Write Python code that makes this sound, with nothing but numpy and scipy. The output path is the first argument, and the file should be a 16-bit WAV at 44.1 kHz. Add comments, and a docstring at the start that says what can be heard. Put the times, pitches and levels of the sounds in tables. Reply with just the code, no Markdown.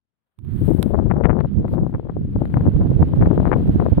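"""Wind buffets a microphone held at the window of a car rolling along a quiet road.
Its two openings (ports), left and right, each get their own low rumble and sputtering flutter.
Single swirls of air (eddies) thump them and, when sharp, tear into a rasp. All this wind is built
from tiny kicks of air pressure. Under it lie faint tyre and air hiss, one sharp tick, a few tiny
ones and a brief brush on the housing."""
import sys
import numpy as np
from scipy import signal
from scipy.fft import rfft, irfft
from scipy.io import wavfile
from scipy.ndimage import uniform_filter1d, minimum_filter1d

SR = 44100
rng = np.random.default_rng(int(sys.argv[2]) if len(sys.argv) > 2 else 0)


def store_pcm(level_fs):
    """Save levels as 16-bit WAV."""
    pcm = np.round(np.clip(level_fs, -1, 1) * 32767).astype(np.int16)
    wavfile.write(sys.argv[1], SR, np.atleast_2d(pcm).T)


N = 176400  # 4 seconds
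T = np.arange(N) / SR
HZ = np.fft.rfftfreq(N, 1 / SR)

# How the two hisses rise and fall. Each row: time in seconds, level in dB. Table levels are relative.
ROAD_LEVEL = [(0, -116), (.37, -101), (.48, -73), (.67, -64.5), (.8, -68.5), (1.28, -76.5), (1.45, -72.5),
              (2.08, -78.5), (2.3, -75), (2.58, -68.5), (3.45, -65), (4, -65.5)]
AIR_LEVEL = [(0, -118), (.37, -95), (.49, -70), (.66, -54.5), (.78, -57.5), (.9, -63), (1.08, -79.5),
             (1.64, -80.5), (1.76, -71.5), (2.08, -84), (2.55, -69), (2.98, -70.5), (3.72, -66), (4, -72.5)]
# Ticks on the housing. Each row: start in seconds, left level in dB, right level in dB,
# strength of the snap against the knock in dB.
TICKS = [(.389, -72, -53, 2.5), (.449, -72, -54.5, 1.5), (.828, -31, -26.5, 10), (1.404, -35, -55, -28),
         (2.455, -44.5, -52, -7), (3.747, -62, -62, 9)]
# Airflow at each port. Each row: time in seconds, rumble level in dB, flutter level in dB.
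LEFT_FLOW = [(0.35, -87, -101), (0.44, -37.5, -76), (0.57, -37, -51.5), (0.62, -11.5, -46.5),
             (0.8, -20, -33.5), (1.08, -14, -33.5), (1.25, -20, -26.5), (1.44, -22, -34.5),
             (1.49, -26.5, -53.5), (1.54, -45.5, -57), (1.59, -27.5, -41), (1.8, -15.5, -33.5),
             (2.03, -36, -42.5), (2.3, -24, -48), (2.44, -21.5, -31), (2.49, -24, -43), (2.56, -19.5, -31),
             (2.76, -24.5, -38), (3.17, -19, -38.5), (3.24, -16.5, -32), (3.56, -16.5, -26),
             (3.72, -20, -45), (3.82, -16, -27), (3.94, -24, -53)]
RIGHT_FLOW = [(0.365, -113, -102), (0.385, -35.5, -72), (0.42, -35.5, -62), (0.46, -24.5, -58),
              (0.56, -18.5, -43), (0.68, -28.5, -57.5), (0.8, -36.5, -49), (1.0, -27.5, -66),
              (1.17, -31, -46.5), (1.28, -37.5, -64), (1.45, -29.5, -50.5), (1.56, -15, -34),
              (1.66, -27, -48), (1.89, -33.5, -48), (2.06, -36.5, -63.5), (2.2, -19.5, -41),
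              (2.3, -26.5, -46), (2.52, -25.5, -44), (2.68, -20, -33), (3.0, -16, -33.5),
              (3.25, -32.5, -28.5), (3.31, -29, -41), (3.42, -21, -38), (3.5, -25.5, -38.5),
              (3.7, -17.5, -29.5), (3.93, -28.5, -35.5)]
# Eddies that hit each port. Each row: middle in seconds, length in seconds, thump level in dB, rasp level in dB
# and, on the left only, reach in Hz (a higher reach sounds brighter). The left row at 1.682 s is not an eddy
# but the brush first catching on the housing.
LEFT_EDDIES = [(.622, 0.017, -8, -21, 150), (.688, 0.014, -5.5, -10.5, 190), (.714, 0.012, -8, -10, 200),
               (.75, 0.004, -2.5, -11, 156), (.797, .012, -5, -19.5, 160), (.836, 0.0061, -16, -17.5, 180),
               (.864, 0.0088, -14, -10.5, 170), (.907, 0.015, -25, -16.5, 175),
               (.945, 0.018, -15.5, -13, 370), (.99, 0.019, -10, -14, 317), (1.056, 0.034, -13.5, -24, 157),
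               (1.113, 0.016, -12.5, -15.5, 640), (1.167, 0.02, -14.5, -21.5, 381),
               (1.185, 0.0064, -23.5, -17, 170), (1.211, 0.016, -34, -15.5, 330),
               (1.239, 0.0065, -9.5, -16, 850), (1.256, 0.013, 0.5, -10, 930),
               (1.303, 0.02, -6.5, -17.5, 680), (1.331, 0.017, -13.5, -20.5, 400),
               (1.368, 0.031, -15, -19, 300), (1.391, 0.0071, -9, -20, 480),
               (1.409, 0.012, -10, -19.5, 560), (1.448, 0.015, -11, -17.5, 324),
               (1.601, 0.033, -17, -21.5, 150), (1.652, .013, -18.5, -16, 280),
               (1.682, .004, -29, -33.5, 900), (1.738, 0.028, -16.5, -22, 330),
               (1.781, 0.028, -21, -21, 320), (1.835, 0.014, -12, -21.5, 240),
               (1.866, 0.0039, -10.5, -16.5, 310), (1.949, 0.014, -18, -25, 543),
               (1.998, 0.0056, -17.5, -23, 348), (2.053, 0.012, -20, -32, 283),
               (2.097, 0.012, -20, -24, 436), (2.168, 0.011, -23.5, -23, 272),
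               (2.214, .012, -25, -30.5, 170), (2.251, 0.012, -16, -29, 160),
               (2.361, .011, -11.5, -19.5, 292), (2.419, 0.0097, -12.5, -14, 260),
               (2.455, 0.0049, -26.5, -29, 810), (2.542, 0.0037, -7, -20, 830),
               (2.571, .015, -8.5, -18.5, 440), (2.61, 0.0096, -9, -24.5, 540),
               (2.666, 0.025, -9, -21, 370), (2.764, 0.0046, -7.5, -21.5, 290),
               (2.816, 0.027, -11, -24.5, 380), (2.917, 0.01, -15, -17, 225), (3.028, 0.011, -3, -16, 490),
               (3.136, .01, -9, -19, 360), (3.225, 0.019, -3.5, -18, 570), (3.26, 0.013, -11, -22.5, 610),
               (3.273, 0.011, -11.5, -15, 230), (3.313, 0.014, -6.5, -11, 325),
               (3.332, 0.0084, -16, -13, 230), (3.378, 0.0092, -18, -13.5, 400),
               (3.402, 0.0078, -4.5, -18, 420), (3.43, 0.0044, -12, -18.5, 290),
               (3.455, 0.0017, -22, -11, 600), (3.473, 0.017, -10, -20.5, 560),
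               (3.517, 0.0026, -12, 1, 560), (3.531, 0.016, -20.5, -13, 800),
               (3.564, 0.017, -10.5, -19, 280), (3.601, .022, -24.5, -22, 240),
               (3.695, 0.012, -7.5, -19.5, 230), (3.801, .005, -3, -9.5, 467),
               (3.824, 0.015, -12.5, -15.5, 337), (3.864, 0.0095, -10.5, -14.5, 400),
               (3.886, 0.0047, -15, -17, 230), (3.983, 0.018, -10, -18, 320)]
RIGHT_EDDIES = [(.555, 0.024, -13, -43.5), (1.171, 0.0093, -13.5, -39), (1.582, 0.029, -9, -32.5),
                (1.658, 0.016, -18, -39), (1.733, 0.014, -12.5, -28), (1.826, 0.021, -11.5, -32),
                (1.955, 0.023, -12.5, -43), (2.379, 0.016, -9, -50), (2.57, 0.02, -13, -42),
                (2.636, 0.016, -12, -41.5), (2.683, .01, 1.5, -20), (2.753, 0.004, -1, -30),
                (2.791, 0.041, -8.5, -34.5), (2.856, 0.014, -6, -18.5), (2.906, 0.0058, 0, -23),
                (2.966, 0.013, -2.5, -35), (3.008, 0.04, -5, -19.5), (3.175, 0.0086, -8.5, -19),
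                (3.212, 0.046, -5.5, -24.5), (3.273, 0.0082, 0, -21.5), (3.383, 0.015, -10.5, -33.5),
                (3.693, 0.018, -6, -22), (3.76, 0.0097, -5, -20), (3.927, .013, 4, -13.5),
                (3.98, 0.015, -5.5, -29)]
# Tone colours, or how much bass and treble a sound has. Each row: frequency in Hz, level in dB.
ROAD_COLOUR = [(150, 1.5), (550, 8), (1000, 5.5), (1600, 3), (2200, -3), (2750, -4.5), (3350, -5),
               (4400, -12.5), (5200, -22), (9000, -43.5)]
LEFT_AIR_COLOUR = [(5000, -30), (8000, -7), (8800, 4), (11000, -9), (12200, 0), (15700, -5), (16300, -37)]
RIGHT_AIR_COLOUR = [(5000, -28), (11000, -8), (13500, 0), (15700, -2.5), (16300, -42.5)]
BRUSH_COLOUR = [(4500, 2.5), (6500, -22.5), (8500, 0), (10300, -9), (11800, 4), (13500, -9.5), (15200, 5),
                (16200, -24)]
TICK_COLOUR = [(300, 6), (1000, 11), (2400, -0.5), (3700, 0.5), (5000, -10.5), (6500, -22.5), (10300, -7),
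               (12000, -13), (14000, -11.5), (16000, -16)]
RUMBLE_COLOUR = [(8, -30.5), (25, -8.5), (50, -1.5), (100, 3), (170, 0), (270, -11.5), (380, -23),
                 (600, -61), (1200, -93)]
PORT_COLOUR = [(1200, -1.5), (2100, 1.5), (2800, -4), (4000, -12.5), (6000, -37), (12000, -71)]

LEFT, RIGHT = 0, 1  # each pair of settings below is (left, right)
ROAD_DB, AIR_DB = (15, 13.5), (-1, -3.5)
RUMBLE_DB, FLUTTER_DB, THUMP_DB, RASP_DB = (-1, 0), (4, 2.5), (-1.5, -2.7), (-3.5, -3.5)
CALM_REACH_HZ, STRONG_REACH_HZ = (152, 112), (313, 170)
SHELTERED_REACH_HZ = 218  # the right port is sheltered, so its eddies are all dull
KICKS_PER_S, SHARP_KICKS_PER_S = 900, 340


def amp(db):
    """Turns decibels into a number to multiply by (a gain)."""
    return 10 ** (np.asarray(db) / 20)


def unit(x):
    """Scales a sound to an average strength (rms) of 1."""
    return x / np.sqrt(np.mean(x ** 2) + 1e-30)


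def curve(rows, column=1):
    """Joins the points of a time table with straight lines."""
    rows = np.array(rows)
    return np.interp(T, rows[:, 0], rows[:, column])


def colour(points, hz):
    """Reads a tone colour table as a gain at each frequency."""
    points_hz, db = np.transpose(points)
    return amp(np.interp(np.log(hz + 1), np.log(points_hz), db))


def shaped(x, gain):
    """Turns each frequency of a sound up or down by its gain."""
    return irfft(rfft(x) * gain, len(x))


def noise(gain):
    """Noise with the given tone colour and a strength of 1."""
    return unit(shaped(rng.standard_normal(N), gain))


def steadied(x, size):
    """Evens out chance swells by following the power over `size` samples."""
    power = uniform_filter1d(uniform_filter1d(x ** 2, size), size)
    return x / np.sqrt(abs(power) + 1e-12)


def add(mix, start_s, sound):
    """Mixes a sound in at the given time."""
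    part = mix[max(round(start_s * SR), 0):][:len(sound)]
    part += sound[:len(part)]


def hiss(port, flicker_db=1.5):
    """Tyres on asphalt and thin air hiss, both flickering slightly."""
    flicker = amp(flicker_db * noise(HZ * np.exp(-HZ / 20)))
    road = noise(colour(ROAD_COLOUR, HZ)) * amp(curve(ROAD_LEVEL) + ROAD_DB[port])
    air_colour = (LEFT_AIR_COLOUR, RIGHT_AIR_COLOUR)[port]
    air = noise(colour(air_colour, HZ)) * amp(curve(AIR_LEVEL) + AIR_DB[port])
    return flicker * (road + air)


def brush(start_s=1.677, peak_s=1.738, end_s=1.75, swell_s=.018, fade_s=.004):
    """Something slides lightly over the housing: it catches, swells briefly and lifts off."""
    contact = (T > start_s) * np.exp(-np.maximum(T - end_s, 0) / fade_s)
    swell = np.exp(-((T - peak_s) / swell_s) ** 2)
    return noise(colour(BRUSH_COLOUR, HZ)) * contact * (amp(-63.5) + amp(-60) * swell)


def ticks(port, snap_s=.00061, knock_s=.0017, split_hz=4500, size=1024):
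    """Each tick on the housing is a high, very short snap over a lower knock that rings longer."""
    out = np.zeros(N)
    t, hz = (np.arange(size) - size / 2) / SR, np.fft.rfftfreq(size, 1 / SR)
    lows = 1 / (1 + (hz / split_hz) ** 6)
    for start_s, *levels_db, snap_db in TICKS:
        snap = unit(rng.standard_normal(size) * (t >= 0) * np.exp(-abs(t) / snap_s))
        knock = unit(rng.standard_normal(size) * (t >= 0) * np.exp(-abs(t) / knock_s))
        hit = amp(snap_db) * shaped(snap, 1 - lows) + shaped(knock, lows)
        tick = unit(shaped(hit, colour(TICK_COLOUR, hz)))
        add(out, start_s - size / 2 / SR, .5 * amp(levels_db[port]) * tick)
    return out


def rasp_colour(hz, reach_hz, bass_cut_hz=255):
    """Swirling air is weaker at high frequencies; smaller whirls reach higher."""
    return np.exp(-hz / reach_hz) / (1 + (bass_cut_hz / (hz + 1)) ** 4) * colour(PORT_COLOUR, hz)


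def pressure_kicks(size, per_s):
    """The air pushes and pulls at random, with uneven strength and timing."""
    sign = rng.choice([-1., 1.], size)
    strength = amp(5.5 * rng.uniform(-1.57, 1.8, size))
    at = ((np.arange(size) + rng.random(size)) * SR / per_s).astype(int)
    return np.bincount(at[at < size], (sign * strength)[at < size], size)


def snaps(size, per_side=8, gap_s=.0085, jitter=.3, uneven_db=14):
    """One sharp pressure kick at the heart of an eddy and a loose row of weaker ones on each side."""
    slots = np.arange(-per_side, per_side + 1)
    off_centre = slots != 0
    nudge = jitter * rng.uniform(-1, 1, len(slots)) * off_centre
    at = size / 2 + (slots + nudge) * gap_s * SR
    sign = rng.choice([-1., 1.], len(slots))
    strength = amp(-uneven_db * rng.random(len(slots)) * off_centre)
    return np.bincount(np.clip(at, 0, size - 1).astype(int), sign * strength, size)


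def airflow(rows, port, sputter_hz=43.7, strong_db=-38, blend_db=.5):
    """Wind over a port makes a rumble and a sputtering flutter that brightens as it gets strong."""
    kicks = pressure_kicks(N, KICKS_PER_S)
    rumble = steadied(unit(shaped(kicks, colour(RUMBLE_COLOUR, HZ))), size=1100)
    calm = steadied(unit(shaped(kicks, rasp_colour(HZ, CALM_REACH_HZ[port]))), size=1200)
    sharp_kicks = pressure_kicks(N, SHARP_KICKS_PER_S)
    strong = unit(shaped(sharp_kicks, rasp_colour(HZ, STRONG_REACH_HZ[port])))
    flutter_db = curve(rows, column=2)
    sputter_db = 4.5 * np.clip(noise(HZ * np.exp(-(HZ / sputter_hz) ** 2)), -2, 2)
    # The brighter flutter blends in as the level passes strong_db.
    share = 1 / (1.5 + np.exp((strong_db - flutter_db - sputter_db) / blend_db))
    flutter = unit(amp(sputter_db)) * (calm * np.sqrt(1 - share ** 2) + share * strong)
    return rumble * amp(curve(rows) + RUMBLE_DB[port]) + flutter * amp(flutter_db + FLUTTER_DB[port])


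def eddies(rows, port, size=12000):
    """Each eddy is a swelling knot of pressure kicks: a low thump, a dull rasp and a few sharp snaps."""
    out = np.zeros(N)
    t, hz = (np.arange(size) - size / 2) / SR, np.fft.rfftfreq(size, 1 / SR)
    soft_edges = signal.windows.tukey(size, .5)
    for middle_s, length_s, thump_db, rasp_db, reach_hz in rows:
        kicks = pressure_kicks(size, KICKS_PER_S)
        away = (2 * t / length_s) ** 2  # 0 in the middle, 1 half a length away
        # Each layer: its kicks, how many times they have halved in strength, level, tone colour.
        thump = (kicks, away / 1.055 ** 2, thump_db + THUMP_DB[port], colour(RUMBLE_COLOUR, hz))
        rasp = (kicks, away, rasp_db + RASP_DB[port], rasp_colour(hz, reach_hz * .74))
        sharp = (snaps(size), (away / 1.62) ** 2, rasp_db + RASP_DB[port], rasp_colour(hz, reach_hz))
        for drive, halvings, db, tone in (thump, rasp, sharp):
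            swell = .5 ** halvings
            burst = unit(soft_edges * shaped(drive * swell, tone))
            strength = amp(db) * np.sqrt(np.mean(swell ** 2))  # longer eddies carry more energy
            add(out, middle_s - size / 2 / SR, strength * burst)
    return out


def scene():
    """Each port feels its own swirls of air, so the left and right sides differ."""
    left = airflow(LEFT_FLOW, LEFT) + eddies(LEFT_EDDIES, LEFT) + hiss(LEFT) + ticks(LEFT) + brush()
    dull_eddies = [(*row, SHELTERED_REACH_HZ) for row in RIGHT_EDDIES]
    right = airflow(RIGHT_FLOW, RIGHT) + eddies(dull_eddies, RIGHT) + hiss(RIGHT) + ticks(RIGHT)
    return np.array([left, right])


def record(dry, ceiling=.97, top_hz=16200):
    """A fast limiter turns down the loudest peaks; then a filter cuts the highest treble."""
    gain = minimum_filter1d(1 / np.maximum(abs(dry) / ceiling, 1), size=400, axis=1)
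    smooth_gain = uniform_filter1d(uniform_filter1d(gain, size=200, axis=1), size=200, axis=1)
    treble_cut = signal.firwin(511, top_hz, window=("kaiser", 9), fs=SR)
    return signal.oaconvolve(dry * smooth_gain, treble_cut[None], "same")


dry = scene()
out = record(dry)
store_pcm(out)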